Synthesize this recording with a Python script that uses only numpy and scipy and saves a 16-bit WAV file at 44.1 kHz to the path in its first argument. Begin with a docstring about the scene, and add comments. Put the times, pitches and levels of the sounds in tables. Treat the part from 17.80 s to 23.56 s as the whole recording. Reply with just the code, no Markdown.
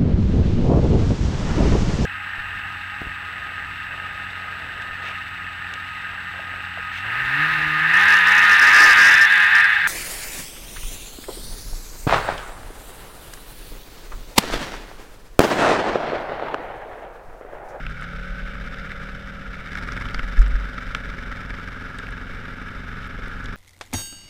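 """Bike behind a buggy on sand, heard inside a sealed camera case on the rider's helmet; a faint whine throughout.
0-1.8 s: the buggy drones, rasps and whistles its belt early on; the bike's firings ring exhaust and frame, it coasts.
1.9-2.4 s: the bike pulls hard, valve clatter up; knocks, some of them hard firings, ring the shell; grit cracks.
2.4-2.9 s: wind noise swells, two eddies slam the case, which rocks on its mount until the strap stills it.
3 s on: the bike cruises, then opens again; sand rumble, hiss and buffets run on; late cracks, a dull thud at 5.39 s."""
import sys
import numpy as np
from scipy import signal
from scipy.fft import rfft, irfft
from scipy.io import wavfile
from scipy.ndimage import uniform_filter1d

SR = 44100
rng = np.random.default_rng(int(sys.argv[2]) if len(sys.argv) > 2 else 0)


def voltage_ratio(level):
    """Linear amplitude factor for a level in decibels (scalar or array-like)."""
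    return 10 ** (np.asarray(level, float) / 20)


def file_out(sig):
    """Save sig as 16-bit WAV at sys.argv[1]."""
    # one column per channel
    cols = np.atleast_2d(sig).T
    # limit, then scale
    lim = np.clip(cols, -1, 1)
    pcm = np.round(lim * 32767).astype(np.int16)
    wavfile.write(sys.argv[1], SR, pcm)


N = 254016


def curve(table):
    """Columns of a time table, one value per sample."""
    s, *columns = np.transpose(table)
    return [np.interp(np.arange(N) / SR, s, c) for c in columns]


def level(x, db):
    """Normalise to unit rms, then apply a gain, fixed or per sample."""
    return x * voltage_ratio(db) / np.sqrt(np.mean(x ** 2))


def butter(x, order, hz, kind="low"):
    """Butterworth filter."""
    return signal.sosfilt(signal.butter(order, hz, kind, fs=SR, output="sos"), x)


def band(x, hz, width_hz):
    """Resonance with gain 1 at its centre."""
    return signal.lfilter(*signal.iirpeak(min(hz, .45 * SR), hz / width_hz, SR), x)


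def ring(x, modes):
    """Parallel resonances, two stages each; alternate signs keep the valleys open."""
    out = 0
    for k, (hz, width_hz, db) in enumerate(modes):
        stage_hz = 0.98 * width_hz
        out = out + (-1) ** k * voltage_ratio(db) * band(band(x, hz, stage_hz), hz, stage_hz)
    return out


def colour(x, points):
    """Causal filter through (Hz, dB) points, from the folded cepstrum."""
    hz, db = np.transpose(points)
    grid_hz = np.linspace(1, SR / 2, 2049)
    log_gain = np.interp(np.log(grid_hz), np.log(hz), db) * np.log(10) / 20
    cep = irfft(log_gain)
    cep[1:2048], cep[2049:] = 2 * cep[1:2048], 0
    return signal.fftconvolve(x, irfft(np.exp(rfft(cep))))[:N]


def walk(rate_hz):
    """Random levels held 1 / rate_hz s and slewed twice; spread near 1."""
    k = int(SR / rate_hz)
    steps = np.repeat(rng.standard_normal(N // k + 1), k)
    return 1.3 * uniform_filter1d(uniform_filter1d(steps, k), k)[:N]


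def firings(cycles, scatter_db, jitter_ms):
    """One pulse per whole cycle, each a little early or late, strong or weak."""
    chance = rng.standard_normal((int(cycles[-1]) + 1, 2))
    at = np.interp(np.arange(len(chance)), cycles, np.arange(N))
    at = at + chance[:, 0] * jitter_ms * SR / 1000
    pulses = np.zeros(N)
    pulses[np.clip(at, 0, N - 1).astype(int)] = voltage_ratio(scatter_db * chance[:, 1])
    return pulses


def hum(cycles, orders, waver_db, loose):
    """Wavering tones on multiples of the cycle rate; loose 0 = common crest, 1 = random phases."""
    out = 0
    for k, db in orders:
        phase = k * cycles + loose * (rng.random() - .5)
        out = out + voltage_ratio(db + waver_db * walk(7.3)) * np.cos(2 * np.pi * phase)
    return out


def uneven_noise(per_second, spread_db):
    """Sparse noise of very uneven sample sizes, a few large among many small."""
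    size = voltage_ratio(spread_db * rng.exponential(size=N))
    return rng.standard_normal(N) * size * (rng.random(N) < per_second / SR)


# shell transmission: f/Hz, relative gain/dB
SHELL_GAIN = [(500, -16), (1030, -20.5), (1320, 1), (1520, -1), (1650, -3), (1950, -10), (2280, -8),
              (2450, -16.5), (3150, -17.5), (3300, -22.5), (3550, -16), (4300, -28.5), (5250, -25.5),
              (6600, -35.5), (7750, -36), (10400, -42), (13000, -41.5), (15000, -57)]


def through_case(x):
    """The sealed shell passes its resonances and dulls the top."""
    return colour(x, SHELL_GAIN)


def camera_whine():
    """Camera electronics chirp once a frame: a tone with unsteady phase, gated at the frame rate."""
    whine_hz, frames_per_s, first_frame_s, peak_db, sharpness = 11405, 59.92, .012, -71.5, 2.5
    t = np.arange(N) / SR
    frame_phase = 2 * np.pi * frames_per_s * (t - first_frame_s)
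    chirp = np.exp(sharpness * (np.cos(frame_phase) - 1))
    tone = np.sin(2 * np.pi * (whine_hz * t + .3 * walk(frames_per_s)))
    return voltage_ratio(peak_db) * chirp * tone


# tyres on sand: f/Hz, relative level/dB
SAND_SPECTRUM = [(35, -15), (65, -20), (100, -7.5), (180, -8.5), (260, -13.5), (320, -22), (450, -16),
                 (800, -26), (1100, -27.5), (2400, -75)]


def sand():
    """Tyres churning soft sand: a dull, uneven rumble."""
    rumble = voltage_ratio(0.53 * walk(2.5)) * rng.standard_normal(N)
    return level(colour(rumble, SAND_SPECTRUM), -46.5)


# gusts: t/s, strength over calm/dB, half length (to 1/e)/s
GUST_SWELLS = [(0.046, 6, 0.076), (0.547, 3, 0.19), (0.948, 3.5, 0.34), (2.266, 4.5, 0.18),
               (2.415, 11, 0.078), (2.56, 6, 0.08), (2.794, 0, 0.068), (3.303, 4.5, 0.3),
               (4.151, -0.5, 0.14), (4.551, 1, 0.22), (5.451, 4, 0.28)]


def gust():
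    """Wind strength over the calm, in dB: smooth swells."""
    t = np.arange(N) / SR
    return sum(db * np.exp(-((t - s) / half_s) ** 2) for s, db, half_s in GUST_SWELLS)


# hiss tilt: f/Hz, relative gain/dB
HISS_COLOUR = [(800, -2.5), (1200, -3.5), (1450, 1), (1750, -2.5), (2500, 1), (13000, -4)]


def wind_hiss(puffs):
    """Turbulent air past the shell: noise in short puffs, slightly following the gusts."""
    calm_db, gust_share = -39.5, 0.022
    noise = puffs * voltage_ratio(0.35 * walk(7.4)) * rng.standard_normal(N)
    return level(through_case(colour(noise, HISS_COLOUR)), calm_db + gust_share * gust())


# eddies striking the case: t/s, level before rocking/dB, swing f/Hz, half length (to 1/e)/ms
EDDIES = [(2.6029, -1.9, 30.6, 17.3), (2.7506, -11, 26.1, 16.5)]


def wind_buffets():
    """Slow pressure swings and single eddies push the case, which rocks on its mount."""
    mount_hz, mount_width_hz, mount_db = 46.1, 5.4, -3
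    rock_width_hz, rock_db, eddy_lead_ms = 2.3, 10.2, 2.05
    settled_s, settle_s, calm_db = 2.92, .1, -37
    t = np.arange(N) / SR
    push = level(butter(butter(rng.standard_normal(N), 8, 48), 1, 6, "high"), 0)
    push = 0.5 * push + voltage_ratio(mount_db) * band(push, mount_hz, mount_width_hz)
    push = level(push, calm_db + gust())
    eddies = 0
    for s, db, hz, half_ms in EDDIES:
        swell = np.exp(-((1000 * (t - s) + eddy_lead_ms) / half_ms) ** 2)
        eddies = eddies + voltage_ratio(db) * swell * np.sin(2 * np.pi * hz * (t - s))
    # the strap pulls tight and stills the rocking left by the eddies
    loose = np.clip((settled_s - t) / settle_s, 0, 1)
    return push + eddies + voltage_ratio(rock_db) * band(eddies, mount_hz, rock_width_hz) * loose


# knocks in the shell, some of them hard engine firings: t/s, peak level/dB
SHELL_KNOCKS = [(0.066, -25.5), (0.222, -23), (.754, -25.5), (.932, -33), (.944, -29), (1.103, -25),
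                (1.288, -24.5), (1.472, -30), (1.953, -18), (2.088, -20), (2.1208, -24.5), (2.166, -19.5),
                (2.176, -19.5), (2.22, -27), (2.2543, -19.5), (2.3454, -18.5), (2.378, -25), (2.393, -18),
                (2.981, -18), (3.1484, -14), (3.328, -32), (3.516, -24), (3.526, -26), (3.696, -26.5),
                (3.705, -24.5), (3.7436, -28)]


def knocks():
    """Knocks in the shell, some of them hard engine firings: a soft short burst rings its resonances."""
    top_hz, decay_ms = 3000, 2.4
    out, t = np.zeros(N + 2048), np.arange(2048) / SR
    shell = through_case(butter(np.eye(1, N)[0], 2, top_hz))[:len(t)]
    for s, db in SHELL_KNOCKS:
        burst = rng.standard_normal(len(t)) * np.exp(-1000 * t / decay_ms)
        knock = np.convolve(burst, shell)[:len(t)]
        out[int(s * SR):int(s * SR) + len(t)] += voltage_ratio(db) * knock / abs(knock).max()
    return out[:N]


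# bright cracks of grit, and one dull thud at 5.39 s: t/s, peak level/dB, centre f/Hz
SHORT_BURSTS = [(0.065, -22, 2530), (.1, -46, 7000), (.2124, -43, 7900), (.229, -44, 6940),
                (0.9437, -28, 2680), (1.117, -27, 2160), (1.953, -32, 4960), (2.1212, -30, 4860),
                (2.2005, -45, 8000), (2.2867, -26, 2680), (2.345, -23, 4450), (2.393, -20, 2300),
                (2.592, -32, 5900), (2.62, -43, 7980), (2.68, -43, 8006), (3.1489, -16, 2970),
                (3.1485, -28.5, 6230), (4.186, -33, 7600), (4.187, -28.5, 2990), (4.268, -26.5, 2310),
                (4.287, -49, 9000), (4.308, -43, 7800), (5.2735, -47, 11080), (5.386, -33, 398),
                (5.482, -44, 10300), (5.642, -41, 7000), (5.6578, -36.5, 6630), (5.658, -29, 3580)]


def cracks_and_thud():
    """Short noise bursts: bright cracks of grit, and one dull thud; brighter ones die sooner."""
    decay_ms_at_1k, shortening = 3.2, 0.54
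    out, t = np.zeros(N + 2048), np.arange(2048) / SR
    for s, db, hz in SHORT_BURSTS:
        decay = np.exp(-1000 * t / decay_ms_at_1k * (hz / 1000) ** shortening)
        blow = rng.standard_normal(len(t)) * decay
        body = band(band(band(blow, hz, .6 * hz), hz, .6 * hz), hz, hz)
        burst = body + .02 * band(blow, 3 * hz, 3 * hz)  # thin edge above
        out[int(s * SR):int(s * SR) + len(t)] += voltage_ratio(db) * burst / abs(burst).max()
    return out[:N]


def buggy_belt():
    """Drive belt whistles as the buggy pulls away: a tone gliding up to its pitch."""
    from_s, to_s, fade_s, mean_db = 0.11, 0.72, .06, -41
    final_hz, rise_hz, settle_s = 1520, 109.6, 0.11
    t = np.arange(N) / SR
    slip = np.clip(np.minimum(t - from_s, to_s - t) / fade_s, 0, 1)
    belt_hz = final_hz - rise_hz * np.exp(-np.maximum(t - from_s, 0) / settle_s)
    return slip * voltage_ratio(mean_db + 1.2 * walk(27.2)) * np.sin(2 * np.pi * np.cumsum(belt_hz) / SR)


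# buggy engine: t/s, firing f/Hz, throttle level/dB
BUGGY_ENGINE = [(0, 32.2, -10), (.2, 34, -8), (.32, 35.5, -1), (.5, 37.15, -0.5), (.8, 38.27, -1),
                (1.3, 39.02, -0.3), (1.6, 39.1, -1), (1.75, 38.08, -4), (2.2, 37.42, 1), (2.7, 37.06, -0.5),
                (3.2, 37.86, 1.5), (4, 37.97, 1), (4.8, 38.72, 0.5), (5.5, 39.32, -2.5), (5.76, 39.1, 0)]
# drone: multiple of firing f, relative level/dB
BUGGY_TONES = [(2, -8), (3, -8), (4, -2.5), (5, 0), (6, -15), (6.5, -14), (7, -17)]
# tailpipe: f/Hz, nominal width/Hz, relative level/dB
BUGGY_TAILPIPE = [(462, 29, 1), (552, 62, 6), (690, 40, -8), (768, 30, -4), (873, 14, -6)]


def buggy():
    """Smoother twin drawing away: firing-rate tones drone, firing pulses rasp in the tailpipe."""
    drone_db, drone_share, rasp_db, recede_db_per_s = -39, 0.077, -46.5, 2
    hz, throttle_db = curve(BUGGY_ENGINE)
    cycles = np.cumsum(hz) / SR
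    away_db = -recede_db_per_s * np.arange(N) / SR
    drone = hum(cycles, BUGGY_TONES, waver_db=.4, loose=1)
    drone = level(drone, drone_db + away_db + drone_share * throttle_db)
    rasp = ring(firings(cycles, scatter_db=.6, jitter_ms=.03), BUGGY_TAILPIPE)
    return drone + level(rasp, rasp_db + away_db + throttle_db) + buggy_belt()


def lobe(cycles, at_cycle, sharpness):
    """Smooth crest once a cycle, peak 1."""
    return np.exp(sharpness * (np.cos(2 * np.pi * (cycles - at_cycle)) - 1))


def rattle(cycles, at_cycle):
    """Quick rise and slower decay from one point of each cycle."""
    since = (cycles - at_cycle) % 1
    return np.exp(-since / .11) * (1 - np.exp(-since / .025))


def bike_burst(cycles, fires_at):
    """Noise envelope of a cycle: firing, following valves, early valve, chain between."""
    strength = voltage_ratio(1.4 * rng.standard_normal(int(cycles[-1]) + 2))[(cycles + .5).astype(int)]
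    firing = rattle(cycles, fires_at) + voltage_ratio(-3) * rattle(cycles, .02)
    early_valve = voltage_ratio(-15) * lobe(cycles, -.32, 12.0)
    return strength * (firing + early_valve + voltage_ratio(-22))


# air box: f/Hz, nominal width/Hz, relative level/dB
AIR_BOX = [(871, 230, -13.5), (1270, 280, -3.5), (1671, 100, 4)]


def bike_intake(cycles, puffs, throttle_db):
    """Intake air roars in the air box, breathing once a cycle."""
    breath = lobe(cycles, -.06, .4)
    return level(ring(puffs * breath * rng.standard_normal(N), AIR_BOX), -41 + throttle_db)


# valve gear and chain load: t/s, clatter level/dB
VALVE_LOAD = [(0, -46), (.5, -49), (.95, -43.5), (1.4, -45.5), (1.8, -48.5), (1.93, -37), (2.4, -39),
              (2.7, -42), (3.5, -43), (4.4, -45), (5.4, -47.5), (5.76, -44.5)]
# clatter tilt: f/Hz, relative gain/dB
CLATTER_COLOUR = [(1000, -2), (1450, -4), (1900, 5), (2300, 2), (2800, -3), (5200, 3), (7000, 0),
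                  (13000, -1)]


def bike_clatter(burst):
    """Valve gear and chain rattle as uneven noise; the treble opens with load."""
    split_hz, full_top_db, top_share = 5800, -37, 0.51
    load_db = curve(VALVE_LOAD)[0]
    noise = burst * uneven_noise(per_second=6000, spread_db=1.5)
    clatter = through_case(colour(noise, CLATTER_COLOUR))
    top_gain = voltage_ratio(top_share * (load_db - full_top_db))
    # minus: the two halves are in antiphase at the split
    clatter = butter(clatter, 2, split_hz) - top_gain * butter(clatter, 2, split_hz, "high")
    return level(clatter, load_db)


# exhaust: f/Hz, nominal width/Hz, relative level/dB
EXHAUST_MODES = [(316, 55, -2), (426, 61, 5), (700, 28, -2)]
# crank and frame hum: multiple of firing f, relative level/dB
FRAME_TONES = [(2, -2), (3, -17), (4, -1), (5, -4.5), (6, -8), (7, -12), (8, -8), (9, -17)]


def bike_exhaust(pulses, cycles, hz, burst, throttle_db):
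    """Firings ring the pipe, gas puffs behind each; crank and frame hum, more at higher revs."""
    full_db, crest_at, quiet_hz, db_per_root_hz = -39, -.1, 22.27, 2.5
    frame_db = db_per_root_hz * np.maximum(hz - quiet_hz, 0) ** .5
    pipe = level(ring(pulses, EXHAUST_MODES), -16.5)
    frame = level(hum(cycles - crest_at, FRAME_TONES, waver_db=.9, loose=0.45), frame_db)
    gas = level(band(burst * rng.standard_normal(N), 370, 95), -13.0)
    return voltage_ratio(full_db + throttle_db) * (pipe + frame + gas)


def bike_thud(pulses, throttle_db):
    """Each firing thuds a frame panel."""
    return level(ring(pulses, [(254.3, 44.3, 0)]), -45.5 + 0.68 * throttle_db)


# bike engine: t/s, firing f/Hz
BIKE_REVS = [(0.0, 17.62), (0.55, 15.2), (1.15, 16.79), (1.75, 15.11), (1.85, 16.12), (2.15, 22.4),
             (2.3, 22.94), (2.6, 21.26), (2.8, 22.4), (4.0, 22.17), (4.4, 22.49), (4.8, 22.28),
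             (5.76, 23.88)]
# coasting, hard pull, cruising, opening again: t/s, level re full throttle/dB
BIKE_THROTTLE = [(0, -6), (.5, -19), (1, -9), (1.85, -9.5), (1.95, -1.5), (2.2, 1.5), (2.45, -2.5),
                 (3, -3.5), (3.8, -2.5), (4.2, -2.5), (4.6, -3), (5.1, -3), (5.35, -2.5), (5.76, -.5)]


def bike(puffs):
    """Single cylinder: one firing a cycle drives exhaust, frame, valve gear and intake."""
    first_cycle, fires_at = -0.046, -.18  # parts of a cycle
    hz, throttle_db = curve(BIKE_REVS)[0], curve(BIKE_THROTTLE)[0]
    cycles = first_cycle + np.cumsum(hz) / SR
    burst = bike_burst(cycles, fires_at)
    pulses = firings(cycles - fires_at, scatter_db=-0.75, jitter_ms=0.081)
    exhaust = bike_exhaust(pulses, cycles, hz, burst, throttle_db)
    thud = bike_thud(pulses, throttle_db)
    return exhaust + thud + bike_clatter(burst) + bike_intake(cycles, puffs, throttle_db)


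def scene():
    """Everything as it reaches the one microphone inside the case."""
    puffs = voltage_ratio(2 * walk(200))  # shared by hiss and intake
    background = camera_whine() + sand() + wind_hiss(puffs) + wind_buffets()
    taps = knocks() + cracks_and_thud()
    return (background + taps + buggy() + bike(puffs))[None]


def low_pass(x):
    """Removes everything above the highest recorded frequency."""
    return signal.sosfilt(signal.butter(12, 15550, fs=SR, output="sos"), x)


def record(dry):
    """The camera rolls off the top."""
    dull = butter(dry, 8, 15300)
    return low_pass(dull)


dry = scene()
out = record(dry)
file_out(out)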